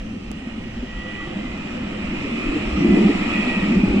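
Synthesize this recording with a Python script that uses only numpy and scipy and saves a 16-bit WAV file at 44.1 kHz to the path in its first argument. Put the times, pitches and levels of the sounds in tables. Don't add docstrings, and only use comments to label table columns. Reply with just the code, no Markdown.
import sys
import numpy as np
from scipy import signal
from scipy.fft import rfft, irfft, next_fast_len
from scipy.io import wavfile
from scipy.ndimage import uniform_filter1d, map_coordinates

SR = 44100
rng = np.random.default_rng(int(sys.argv[2]) if len(sys.argv) > 2 else 0)


def persist_wave(psi):
    counts = np.round(np.clip(psi, -1, 1) * 32767).astype(np.int16)
    wavfile.write(sys.argv[1], SR, np.atleast_2d(counts).T)


def ratio(d):
    e = np.asarray(d, float) / 20
    return 10 ** e


N = 176400
T = np.arange(N) / SR

# time in seconds, level in dB.
NEARNESS = [
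    (0.0, -40),
    (0.03, -44),
    (3.41, -28),
    (3.95, -32.5),
]
# time in seconds, level in dB, upper modes over lower in dB.
RAIL_SHAKE = [(0, -31, -0.5), (.8, -30, -2), (1.25, -31, 0.5), (1.37, -24.5, -3.5), (1.5, -26, -0.5),
              (2.1, -28, -1.5), (2.3, -29, 6.5), (2.56, -29.5, 10), (2.7, -33.5, 5), (2.8, -23.5, 6),
              (2.95, -14.5, 2.5), (3.1, -18.5, 2.5), (3.25, -28, 7), (3.55, -20.5, -3.5),
              (3.75, -21.5, 4.5), (4, -15.5, -3)]
# frequency in Hz, width in Hz, level in dB.
FLOOR_MODES = [(162, 11, -14), (208.1, 29.7, -1.5), (254, 62, -12), (290, 61.5, -7.5), (359.3, 20, -7),
               (393.8, 17.4, -11)]
# start in seconds, peak level in dB, ring in Hz.
RAIL_JOINTS = [(0.137, -26, 249), (0.354, -24.5, 183), (0.417, -24, 257), (0.467, -20.5, 226),
               (0.573, -22, 251), (0.652, -20.5, 239), (0.76, -21.5, 235), (0.824, -18, 248.4),
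               (1.277, -24, 163), (1.362, -16.5, 202), (1.57, -27, 238), (1.915, -23, 263),
               (2.044, -29, 196), (2.119, -18.5, 224), (2.236, -19.5, 282), (2.272, -17, 225),
               (2.378, -19, 239), (2.508, -18, 279.7), (2.556, -13, 295.3), (2.669, -17, 239.4),
               (2.775, -13.5, 198), (2.806, -13.5, 173), (2.84, -11.5, 201), (2.92, -6, 197.6),
               (2.966, -9, 285), (3.044, -6.5, 195), (3.089, -9, 282), (3.205, -19, 200.5),
               (3.383, -15, 205.6), (3.471, -12, 246), (3.627, -17, 202), (3.701, -9.5, 214),
               (3.718, -10, 219), (3.759, -7.5, 195.6), (3.83, -7, 192), (3.878, -15, 289),
               (3.936, -16.5, 368.3), (3.953, -9, 195.7)]
# frequency in Hz, level in dB.
PANEL_RATTLE = [(200, -100), (400, -19.5), (480, 2), (800, 0), (1100, -15), (3000, -120)]
# frequency in Hz, level in dB.
ROLLING_HISS = [(250, -49), (450, 0.5), (900, -4), (1600, -7.5), (3000, -1.5), (4500, -24.5), (9500, -50),
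                (16000, -57)]
# frequency in Hz, width in Hz, level in dB.
WHEEL_MODES = [(1255, 184, -1), (1876, 137, 0.5), (2470, 198, 4.5), (2950, 231, -0.5), (3300, 290, -11),
               (4105, 155, -13.5), (4570, 240, -17), (5630, 300, -21), (6990, 670, -27), (589, 97, -4.5),
               (990, 100, -27)]
# frequency in Hz, likeness from 0 to 1.
RING_LIKENESS = [(600, .4), (1200, .75), (3300, .7), (5000, .35)]
# frequency in Hz, width in Hz, level in dB.
SCRAPE_MODES = [(2488, 200, 3.5), (2780, 180, -6)]
# middle in seconds, half length in seconds, level in dB.
BOGIE_PASSES = [
    (2.5, .16, -7),
    (3.37, .08, -3.5),
    (3.53, .07, -3),
    (3.82, .15, -7),
]
# middle in seconds, half length in seconds, frequency in Hz, width in Hz, level in dB.
APPROACH_SONG = [
    (1.19, 0.24, 1200, 150, -46.5),
    (1.12, 0.35, 3020, 400, -45.5),
    (0.77, 1, 2700, 77, -52),
    (.8, 0.82, 2885, 70, -53.5),
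]
# time in seconds, level in dB.
WHINE_LEVEL = [(.95, -62), (1.15, -52), (1.22, -48), (1.32, -55), (1.4, -46), (1.55, -45.5), (1.575, -58),
               (2.2, -50), (2.76, -51), (2.82, -40), (2.87, -48), (2.95, -35), (3.02, -44), (3.07, -54),
               (3.32, -52), (3.35, -33), (3.41, -36), (3.47, -44), (3.495, -33), (3.55, -37), (3.6, -44),
               (3.64, -34), (3.67, -48), (3.75, -58)]
# time in seconds, level in dB.
QUARTER_LEVEL = [(0, -49), (.3, -56), (1.2, -50), (1.45, -48), (1.62, -58), (1.76, -46), (2.03, -46),
                 (2.12, -54), (2.6, -49), (3, -56)]
# time in seconds, level in dB.
GEAR_LEVEL = [(.5, -62), (.66, -52), (.8, -52), (.87, -48), (1, -41), (1.1, -38), (1.135, -43), (1.17, -37),
              (1.255, -36.5), (1.28, -52), (1.5, -49), (1.6, -58)]
# middle in seconds, half length in seconds, pitch in Hz, slide in Hz per second, level in dB.
WHEEL_NOTES = [(2.81, .06, 5630, 1200, -56), (2.66, .1, 5520, 300, -63), (2.41, .06, 5990, 0, -66),
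               (2.94, .04, 5500, 0, -61), (3.45, .3, 1825, -70, -50), (3.45, .3, 965, -30, -52),
               (2.85, .05, 2260, -900, -44), (1.08, .12, 2900, 0, -51), (3.85, .03, 840, 0, -42),
               (3.37, .06, 2470, 0, -41), (3.8, .08, 2430, -200, -43)]
# frequency in Hz, level in dB.
TRAFFIC_HUM = [(15, -7.5), (30, -7.5), (55, -8.5), (70, -10), (150, -11.5), (500, -39.5), (6000, -48.5),
               (12000, -100)]
# pitch in Hz, middle in seconds, half length in seconds, level in dB.
FAR_BRAKE = [(4861, .2, .13, -68), (5136, .38, .25, -73), (5981, .1, .2, -72), (7230, .43, .12, -75),
             (8533, .3, .5, -81)]
# middle in seconds, swing in Hz, level in dB.
WIND_GUSTS = [(.01, 36.8, -23.5), (0.303, 44, -30), (.8, 45.8, -26.5), (0.968, 43.7, -25),
              (1.502, 51.3, -28.5), (2.101, 33.5, -32), (2.489, 36.3, -23), (2.688, 39.2, -23.5),
              (2.735, 62.3, -22), (2.899, 59.7, -27.5), (3.182, 30.3, -32), (3.793, 44.7, -25.5),
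              (3.907, 35.6, -22), (3.87, 107, -28), (3.959, 93, -32.5)]
# frequency in Hz, likeness from 0 to 1.
PORT_LIKENESS = [(30, 0.98), (100, 1), (200, 0.98), (300, 0.96), (420, 0.33), (610, 0.45), (1330, 0.11),
                 (2900, 0.19), (6000, 0.12)]
# frequency in Hz, level with tram ahead in dB, with tram beside in dB.
LEFT_COLOUR = [(390, -0.5, 2.5), (620, 0, 0.5), (1310, 1, 2.5), (1450, 3, 0.5), (2700, -3.5, 2),
               (2900, -11.5, -7), (3130, -3, -2), (8220, 14.5, 15.5)]
RIGHT_COLOUR = [(423, -0.5, 2.5), (620, 2, 4), (1290, -0.5, 1.5), (1710, -0.5, -3.5), (2220, 3, 6.5),
                (3180, 2.5, -0.5), (3500, 3, 2.5), (8200, 1.5, -0.5)]
# frequency in Hz, phase in radians.
LEFT_LEAD = [(520, -1.5), (780, -.2), (1250, -.9), (1980, -.9), (2300, -3.1), (2840, -2.6), (3250, -.8),
             (7060, 6.5)]
TURN_TIMES = (1, 3.2)
# frequency in Hz, level in dB.
SELF_HISS = [(6000, -82), (11200, -3), (15200, -7.5), (16000, -86.5)]

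JOINT_DB, JOINT_S = -4, 0.0084
UPPER_RING, UPPER_DB, CLACK_DB = 1.55, -12, -24
KNOCK_TOP_HZ, RATTLE_DB = 1100, -16.5
WHEEL_DB, ROLL_DB = -2, -4.5
WHINE_HZ, SPEED_MS, PASS_S, DISTANCE_M = 1972, 13, 3.15, 6.5
GEAR_HZ, GEAR_RISE_HZ, GEAR_SETTLE_S = 1944, 38, .25
TRAFFIC_DB, TRAFFIC_GROWS = -36.5, 0.085
GUST_S = 0.035
TICK_S, TICK_DB, TICK_HZ, TICK_T60, SNAP_DB = .316, -18, 420, .011, -21
LEFT_TOP_HZ, SELF_DB = 9070, -83.5
LIMIT = .75


def unit(x):
    return x / np.sqrt(np.mean(x ** 2) + 1e-20)


def along(points, hz):
    f, value = np.transpose(points)
    return np.interp(np.log(hz + 1), np.log(f + 1), value)


def curves(rows):
    s, *columns = np.transpose(rows)
    return [np.interp(T, s, column) for column in columns]


def bump(s, half):
    return np.exp(-((T - s) / half) ** 2)


def wobble(rate):
    coarse = T[::64]
    knots = rng.standard_normal(int(N * rate / SR) + 4)
    return np.interp(T, coarse, map_coordinates(knots, [coarse * rate]))


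def filtered(x, response):
    m = next_fast_len(N + SR // 2)
    return irfft(rfft(x, m) * response(np.fft.rfftfreq(m, 1 / SR)), m)[..., :N]


def modes(table):
    def response(f):
        total = 0
        for k, (centre, width, db) in enumerate(table):
            damping = 1j * f * width
            total = total + (-1) ** k * ratio(db) * damping / (centre * centre - f * f + damping)
        return total
    return response


def rush(response, patchy_db, alike=PORT_LIKENESS):
    z = signal.stft(rng.standard_normal((2, N)), nperseg=1024)[2]
    patches = uniform_filter1d(rng.standard_normal(z.shape[1:]), size=4, axis=0)
    patches = uniform_filter1d(patches, size=16, axis=1)
    pair = signal.istft(z * ratio(patchy_db * unit(patches)), nperseg=1024)[1][:, :N]

    def spread(hz):
        turn = np.arccos(np.clip(along(alike, hz), -1, 1)) / 2
        return response(hz) * [np.cos(turn), np.sin(turn)]
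    mid, side = filtered(pair, spread)
    return unit(np.array([mid + side, mid - side]))


def tone(hz, drift_hz, flutter_db):
    phase = 2 * np.pi * np.cumsum(hz + drift_hz * wobble(60)) / SR
    gap, beads = .25 * wobble(3), wobble(35)
    sides = []
    for sign in (1, -1):
        flutter = ratio(flutter_db * (beads + .4 * wobble(12)))
        sides.append(flutter * np.sin(phase + sign * gap))
    return np.sqrt(2) * np.array(sides)


def boom():
    shake_db, upper_db = curves(RAIL_SHAKE)

    def edges(f):
        return (f / 150) ** 2 / (1 + (f / 150) ** 2) / (1 + (f / 430) ** 6)
    lower = rush(lambda f: modes(FLOOR_MODES[:3])(f) * edges(f), patchy_db=3.0)
    upper = rush(lambda f: modes(FLOOR_MODES[3:])(f) * edges(f), patchy_db=2.0)
    rattle = rush(lambda f: ratio(along(PANEL_RATTLE, f)), patchy_db=2.5)
    shaking = ratio(shake_db - 4) * (lower + ratio(upper_db - 4.5) * upper + ratio(RATTLE_DB) * rattle)
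    knocks = sum(knock(*row) for row in RAIL_JOINTS)
    return shaking + filtered(knocks, lambda f: 1 / (1 + (f / KNOCK_TOP_HZ) ** 6))


def knock(s, db, hz):
    t = np.arange(SR // 8) / SR
    u, turn = t / JOINT_S, 2 * np.pi * hz * t
    ring = u * np.exp(1 - u) * (np.sin(turn) + ratio(UPPER_DB) * np.sin(UPPER_RING * turn))
    dull = unit(uniform_filter1d(rng.standard_normal((2, len(t))), size=40))
    clack = ratio(CLACK_DB) * 2 * u * np.exp(1 - 2 * u) * dull
    return np.pad(ratio(db + JOINT_DB) * (ring + clack), [(0, 0), (round(s * SR), N)])[:, :N]


def rolling():
    near_db, = curves(NEARNESS)
    hiss = ratio(ROLL_DB + 0.17 * wobble(6)) * rush(lambda f: ratio(along(ROLLING_HISS, f)), patchy_db=2.0)
    ring = rush(lambda f: modes(WHEEL_MODES)(f) / (1 + (f / 8500) ** 4), patchy_db=1.8,
                alike=RING_LIKENESS)
    ring = ratio(WHEEL_DB + .8 * wobble(16)) * ring
    scrape = ratio(2.5 * wobble(40)) * rush(lambda f: modes(SCRAPE_MODES)(f) ** 2, patchy_db=1.5)
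    passes = sum(ratio(db) * bump(s, half) for s, half, db in BOGIE_PASSES)
    return approach() + ratio(near_db) * (hiss + ring + scrape * passes)


def approach():
    grain = rng.standard_normal(N) * ratio(1.8 * wobble(30))
    song = 0
    for s, half, hz, width, db in APPROACH_SONG:
        band = filtered(grain, lambda f: modes([(hz, width, 0)])(f) ** 2)
        song = song + ratio(db) * bump(s, half) * unit(band)
    return song


def drive():
    x = SPEED_MS * (T - PASS_S)
    whine_hz = WHINE_HZ * (1 - SPEED_MS / 343 * x / np.hypot(x, DISTANCE_M))
    gear_hz = GEAR_HZ - GEAR_RISE_HZ * np.exp((GEAR_LEVEL[0][0] - T) / GEAR_SETTLE_S)
    quarter = tone(whine_hz / 4, drift_hz=7, flutter_db=4)
    out = ratio(curves(QUARTER_LEVEL)[0]) * quarter * [[.6], [1.2]]
    for rows, hz in ((WHINE_LEVEL, whine_hz), (GEAR_LEVEL, gear_hz)):
        sounding = (T > rows[0][0]) * (T < rows[-1][0])
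        out = out + sounding * ratio(curves(rows)[0]) * tone(hz, drift_hz=6, flutter_db=1.2)
    for s, half, hz, slide, db in WHEEL_NOTES:
        note = tone(hz + slide * (T - s), drift_hz=hz / 220, flutter_db=2.5)
        out = out + ratio(db) * bump(s, half) * note
    return out


def tick():
    t = np.clip(T - TICK_S, 0, None)
    swing = ratio(TICK_DB - 60 * t / TICK_T60) * np.cos(2 * np.pi * TICK_HZ * t)
    snap = np.cos(2 * np.pi * 6500 * t) + .7 * np.cos(2 * np.pi * 2200 * t)
    snap = ratio(SNAP_DB - 60 * t / 0.0011) * snap
    return (T >= TICK_S) * (swing + snap) * [[0], [1]]


def street():
    near_db, = curves(NEARNESS)
    hum_db = TRAFFIC_DB + TRAFFIC_GROWS * (near_db - near_db.mean()) + .8 * wobble(6)
    hum = ratio(hum_db) * rush(lambda f: ratio(along(TRAFFIC_HUM, f)), patchy_db=.5)
    gusts = 0
    for s, hz, db in WIND_GUSTS:
        swing = np.sin(2 * np.pi * hz * (T - s) + 1.1 * wobble(29))
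        gusts = gusts + ratio(db) * bump(s, GUST_S) * swing
    brake = 0
    for hz, s, half, db in FAR_BRAKE:
        brake = brake + ratio(db) * bump(s, half) * tone(hz + 0 * T, drift_hz=18, flutter_db=3)
    return hum + gusts + brake


def ports(air):
    def lead(f):
        top = np.array([1 / (1 + (f / LEFT_TOP_HZ) ** 24), 1 + 0 * f])
        phase = along(LEFT_LEAD, f) * np.clip(f / 300 - 1, 0, 1)
        return top * np.exp(np.outer([.5j, -.5j], phase))

    def heard(column):
        colours = [np.take(p, [0, column], axis=1) for p in (LEFT_COLOUR, RIGHT_COLOUR)]
        return filtered(air, lambda f: lead(f) * ratio([along(c, f) for c in colours]))
    share = np.interp(T, TURN_TIMES, [0, 1])
    return (1 - share) * heard(1) + share * heard(2)


def electronics():
    return ratio(SELF_DB) * rush(lambda f: ratio(along(SELF_HISS, f)), patchy_db=-8.0)


def scene():
    air = boom() + rolling() + drive() + street()
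    casing = filtered(tick(), lambda f: 1 / (1 + (f / 12000) ** 4))
    return ports(air) + casing + electronics()


def top_cut(x):
    return signal.sosfilt(signal.butter(12, 15150, fs=SR, output="sos"), x)


def record(dry):
    soft = dry / (1 + np.abs(dry / LIMIT) ** 4) ** .25
    return top_cut(soft)


dry = scene()
out = record(dry)
persist_wave(out)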